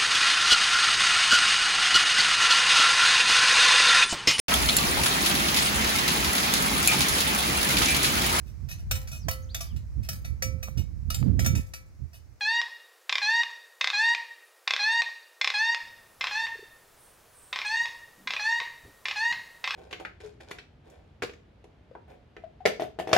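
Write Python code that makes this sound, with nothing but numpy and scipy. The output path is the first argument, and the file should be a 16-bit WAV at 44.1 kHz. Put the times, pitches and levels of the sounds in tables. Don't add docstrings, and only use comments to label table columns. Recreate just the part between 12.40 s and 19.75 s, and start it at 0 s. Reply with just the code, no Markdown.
import sys
import numpy as np
from scipy import signal
from scipy.fft import rfft, irfft, next_fast_len
from scipy.io import wavfile
from scipy.ndimage import map_coordinates

SR = 44100
rng = np.random.default_rng(int(sys.argv[2]) if len(sys.argv) > 2 else 0)


def digitize_waveform(pressure):
    field = np.atleast_2d(pressure).T
    bounded = np.clip(field, -1, 1)
    quanta = np.round(bounded * 32767).astype(np.int16)
    wavfile.write(sys.argv[1], SR, quanta)


N = 324135
FAR_S = 3.4

# start_s, length_s, low_hz, top_hz, level_db, middle_partials_db, closing_clack_db
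YELPS = [(.008, 0.2, 816, 944.4, -1.5, 4, -13.5), (0.816, 0.21, 817, 943.3, 1.5, 0, -15),
         (1.531, 0.21, 813.5, 942, 2, 0, -12.5), (2.392, 0.22, 816, 936.4, 1, 1, -10.5),
         (3.139, 0.2, 823.6, 933.6, 1, 0, -11.5), (3.91, 0.15, 824, 918.6, -2, -3, -23),
         (5.247, .202, 827.6, 943.3, -1.5, -5, -20), (5.994, 0.2, 828.5, 944, 0, -6.5, -14.5),
         (6.758, 0.16, 827.6, 949.6, -0.5, -6.5, -15), (7.34, .165, 828, 949, 2, -5.5, -17)]
# frequency_hz, level_db
SNAP_SPECTRUM = [(100, -55), (300, -25), (600, -11), (1000, -6.5), (2200, -0.5), (4200, -2), (5500, -8.5),
                 (7800, -21.5), (9000, -33), (14000, -43)]


def amp(db):
    return 10 ** (np.asarray(db) / 20)


def unit(x):
    return x / np.sqrt(np.mean(x ** 2) + 1e-20)


def along(points, hz):
    frequencies, values = np.transpose(points)
    return np.interp(np.log(hz + 1), np.log(frequencies + 1), values)


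def wobble(rate_hz, size):
    knots = rng.standard_normal(4096)
    return map_coordinates(knots, [np.arange(size) * rate_hz / SR], mode="wrap")


def filtered(x, response):
    size = x.shape[-1]
    padded = next_fast_len(size + 8192)
    return irfft(rfft(x, padded) * response(np.fft.rfftfreq(padded, 1 / SR)), padded)[..., :size]


def add(track, start_s, sound):
    start = max(0, round(start_s * SR))
    part = track[start:start + len(sound)]
    part += sound[:len(part)]


def swell(t, length_s):
    return np.sin(np.pi * np.sqrt(np.clip(t / length_s, 0, 1))) ** 2


def s_curve(u, middle, steepness):
    return u ** steepness * (1 + middle ** steepness) / (u ** steepness + middle ** steepness)


def noise_bed(spectrum):
    # frequency_hz, side_minus_mid_db
    width = [(30, -27), (75, -21), (150, -8.5), (500, -6), (2500, -15), (8000, -11.5), (14000, -5)]
    mid, side = filtered(rng.standard_normal((2, N)), lambda hz: amp(along(spectrum, hz)))
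    side = filtered(side, lambda hz: amp(along(width, hz)))
    return unit(np.array([mid + side, mid - side]))


def forest_air():
    # frequency_hz, level_db
    hiss = [(150, -48), (250, -20), (330, -4), (480, 4.5), (800, -0.5), (1300, 0.5), (2500, -6),
            (5000, -8.5), (10000, -9.5), (15800, -12.5)]
    # frequency_hz, level_db
    rumble = [(20, -7.5), (75, -6), (130, -7.5), (250, -14.5), (400, -13), (1000, -14), (4000, -28.5),
              (15000, -25.5)]
    far = np.clip((np.arange(N) / SR - FAR_S) / 0.0092, 0, 1)
    return amp(-60.5) * noise_bed(hiss) + amp(-61.5) * far * noise_bed(rumble)


def yelp(length_s, low_hz, top_hz, middle_db, roughness):
    # pinched_db, open_db
    partials = [(-40.5, -33.5), (-32.5, -23), (-29, -35.5), (-40.5, -32.5), (-31, -39.5), (-47, -47.5),
                (-46.5, -52.5), (-55, -58), (-62, -61.5), (-64.5, -66.5), (-69, -76), (-75, -76.5),
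                (-78, -81), (-76.5, -82)]
    pinched_db, open_db = np.transpose(partials)[:, :, None]
    harmonic = np.arange(len(partials))[:, None] + 1
    t = np.arange(SR // 4) / SR
    progress = np.clip(t / length_s, 0, 1)
    catch = np.exp(-t / 0.0055)
    pitch_hz = low_hz + (top_hz - low_hz) * s_curve(progress, middle=.39, steepness=2.7) + 55 * catch
    jitter = roughness * .0021 * wobble(300, len(t))
    phase = 2 * np.pi * np.cumsum(pitch_hz * (1 + jitter)) / SR
    open_at = np.take([0.31, 0.27, 0.26, 0.55, 0.38], harmonic - 1, mode="clip")
    openness = np.maximum(catch, s_curve(progress, open_at, steepness=10.7))
    partial_db = pinched_db + (open_db - pinched_db) * openness
    partial_db += middle_db * np.exp(-((harmonic - 4.2) / 1.9) ** 2)
    partial_db -= 2 * progress * (harmonic > 7)
    flutter_db = .55 * harmonic * np.array([wobble(80, len(t)) for _ in harmonic])
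    tremor_db = roughness * .5 * wobble(400, len(t))
    voice = np.sum(amp(partial_db + flutter_db + tremor_db) * np.sin(harmonic * phase), axis=0)
    rasp = unit(filtered(rng.standard_normal(len(t)), lambda hz: amp(along(SNAP_SPECTRUM, hz))))
    voice += rasp * (amp(-63) + amp(-39) * np.exp(-t / .01))
    attack = np.clip(t / 0.015, 0, 1)
    release = np.clip((length_s - t) / 0.0042 + .5, 0, 1)
    sag_db = -2 * progress ** 12.5
    return voice * attack * release * amp(18.5 * catch + sag_db)


def among_trees(sound, start_s, send_db):
    # frequency_hz, t60_s
    decay = [(300, 0.24), (900, 0.62), (1850, 0.73), (4000, 0.69), (9000, 0.82)]
    foliage_db, tail_db, trunk_s = (-12, -11.5, .00628) if start_s < FAR_S else (-5.8, -8.5, .0068)
    t = np.arange(SR) / SR
    band_hz, frame_s, bands = signal.stft(rng.standard_normal(SR), SR, nperseg=256)
    bands *= amp(-60 * frame_s / along(decay, band_hz)[:, None])
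    tail = signal.istft(bands, SR, nperseg=256)[1][:SR] * (1 - np.exp(-t / 0.0092))
    scatter = rng.standard_normal(SR) * amp(-60 * t / 0.24) * (1 - np.exp(-t / 0.0017))
    response = amp(send_db + tail_db) * tail / np.linalg.norm(tail)
    response += amp(send_db + foliage_db) * scatter / np.linalg.norm(scatter)
    response[0] += 1
    response += amp(-14.5) * np.sinc((t - trunk_s) * SR)
    response += filtered(np.sinc((t - .07) * SR), lambda hz: amp(-10.5) / np.sqrt(1 + (hz / 1300) ** 4))
    return signal.fftconvolve(sound, response)


def toucan_voice():
    track = np.zeros(N)
    for start_s, length_s, low_hz, top_hz, level_db, middle_db, _ in YELPS:
        call = yelp(length_s, low_hz, top_hz, middle_db, roughness=.65 if start_s < FAR_S else 1.2)
        add(track, start_s, among_trees(amp(level_db) * call, start_s, send_db=1))
    return track


def hollow_bill(hz):
    # centre_hz, level_over_snap_db, t60_s
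    modes = [(1080, 4, .015), (2050, 5, .013), (2480, 7.5, .016), (3550, 6, .01), (5150, 5, .018)]
    response = 1
    for centre_hz, level_db, t60_s in modes:
        centre_hz *= rng.normal(1, .02)
        gain = amp(level_db + rng.normal(0, 1.5))
        width_hz = np.log(1000) / (np.pi * t60_s)
        damping = 1j * hz * width_hz
        response = response + gain * damping / (centre_hz ** 2 - hz ** 2 + damping)
    return response


def clack(t, rebound_db, dull_db):
    contacts = np.sinc(t * SR) + amp(rebound_db) * np.sinc((t - .0038) * SR)
    grate = .115 * rng.standard_normal(len(t)) * (t > .0003) * np.exp(-np.abs(t) / .0026)

    def colour(hz):
        return amp(along(SNAP_SPECTRUM, hz) - dull_db * np.clip(hz / 5000, 0, 1)) * hollow_bill(hz)

    snap = filtered(contacts + grate, colour)
    tick = amp(-24) * np.exp(-((t + .002) / .0008) ** 2) * np.sin(2 * np.pi * 1500 * t)
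    return snap / snap.max() + tick


def toucan_bill():
    # start_s, clack_count, first_gap_s, level_db
    rattles = [(0.6953, 4, 0.031, -6.5), (1.4119, 4, 0.032, -5.5), (2.277, 4, 0.031, -5.5),
               (3.014, 4, .0315, -5.5), (3.8108, 3, 0.031, -10.5), (5.129, 4, .0311, -12.5),
               (5.8744, 4, .0322, -11.5), (6.6559, 3, 0.029, -11.5), (7.2421, 3, 0.034, -10.5)]
    # level_offset_db, rebound_db
    strokes = [(-2, -2), (-1, -6.5), (-2, -10.5), (-4.5, -27)]
    hits = [(start_s + length_s + .008, level_db, -15) for start_s, length_s, *_, level_db in YELPS]
    for at_s, count, gap_s, level_db in rattles:
        for offset_db, rebound_db in strokes[:round(count)]:
            hits.append((at_s, level_db + offset_db, rebound_db))
            at_s += gap_s
            gap_s *= .94
    track, t = np.zeros(N), (np.arange(2048) - 256) / SR
    for at_s, level_db, rebound_db in hits:
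        hit = amp(level_db) * clack(t, rebound_db, dull_db=5.2 * (at_s > FAR_S))
        add(track, at_s + t[0], among_trees(hit, at_s, send_db=3))
    return track


def tiny_bird():
    # start_s, length_s, first_hz, last_hz, level_db
    lisps = [(2.036, 0.092, 10400, 9000, -68), (4.561, .33, 8850, 8830, -65),
             (4.565, .27, 11000, 10700, -67), (4.922, 0.36, 8860, 8160, -59.5)]
    notes = [(*lisp, 700) for lisp in lisps]
    notes += [(3.64 + k * .6, 0.39, 10200, 10200, -73, 320) for k in range(4)]
    ears, t = np.zeros((2, N)), np.arange(SR // 2) / SR
    for start_s, length_s, first_hz, last_hz, level_db, width_hz in notes:
        phase = 2 * np.pi * np.cumsum(np.interp(t, [0, length_s], [first_hz, last_hz])) / SR
        for ear in ears:
            blur = unit(filtered(rng.standard_normal(len(t)), lambda hz: np.exp(-.5 * (hz / width_hz) ** 2)))
            add(ear, start_s, amp(level_db) * swell(t, length_s) * unit(blur * np.sin(phase)))
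    return ears * amp([[1], [4]])


def low_pips():
    # centre_s, pitch_hz, peak_db
    pips = [(4.158, 440, -44.5), (4.194, 411, -41.5), (4.231, 418, -41)]
    track, t = np.zeros(N), np.arange(SR // 4) / SR
    envelope = np.exp(-((t - t.mean()) / 0.0042) ** 2)
    for centre_s, pitch_hz, peak_db in pips:
        add(track, centre_s - t.mean(), amp(peak_db) * envelope * np.sin(2 * np.pi * pitch_hz * t))
    return track


def dull_bumps():
    # start_s, length_s, centre_hz, level_db
    bumps = [(5.753, 0.32, 200, -60), (6.212, 0.028, 700, -46), (6.425, 0.11, 74.5, -52.5),
             (6.441, 0.11, 314, -55.5), (6.86, 0.28, 143, -60.5)]
    track, t = np.zeros(N), np.arange(SR // 4) / SR
    for start_s, length_s, centre_hz, level_db in bumps:
        noise = rng.standard_normal(len(t))
        body = filtered(noise, lambda hz: np.exp(-(np.log((hz + 1) / centre_hz) / 0.62) ** 2))
        add(track, start_s, amp(level_db) * swell(t, length_s) * unit(body))
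    return track


def scene():
    return toucan_voice() + toucan_bill() + low_pips() + dull_bumps() + tiny_bird() + forest_air()


def record(dry):
    low_cut_hz, high_cut_hz = 315, 15800
    thin = filtered(dry.mean(axis=0), lambda hz: amp(-42) + 1 / np.sqrt(1 + (low_cut_hz / (hz + 1)) ** 18))
    far = np.clip((np.arange(N) / SR - FAR_S) / 0.02, 0, 1)
    return filtered(thin * (1 - far) + dry * far, lambda hz: hz < high_cut_hz)


dry = scene()
out = record(dry)
digitize_waveform(out)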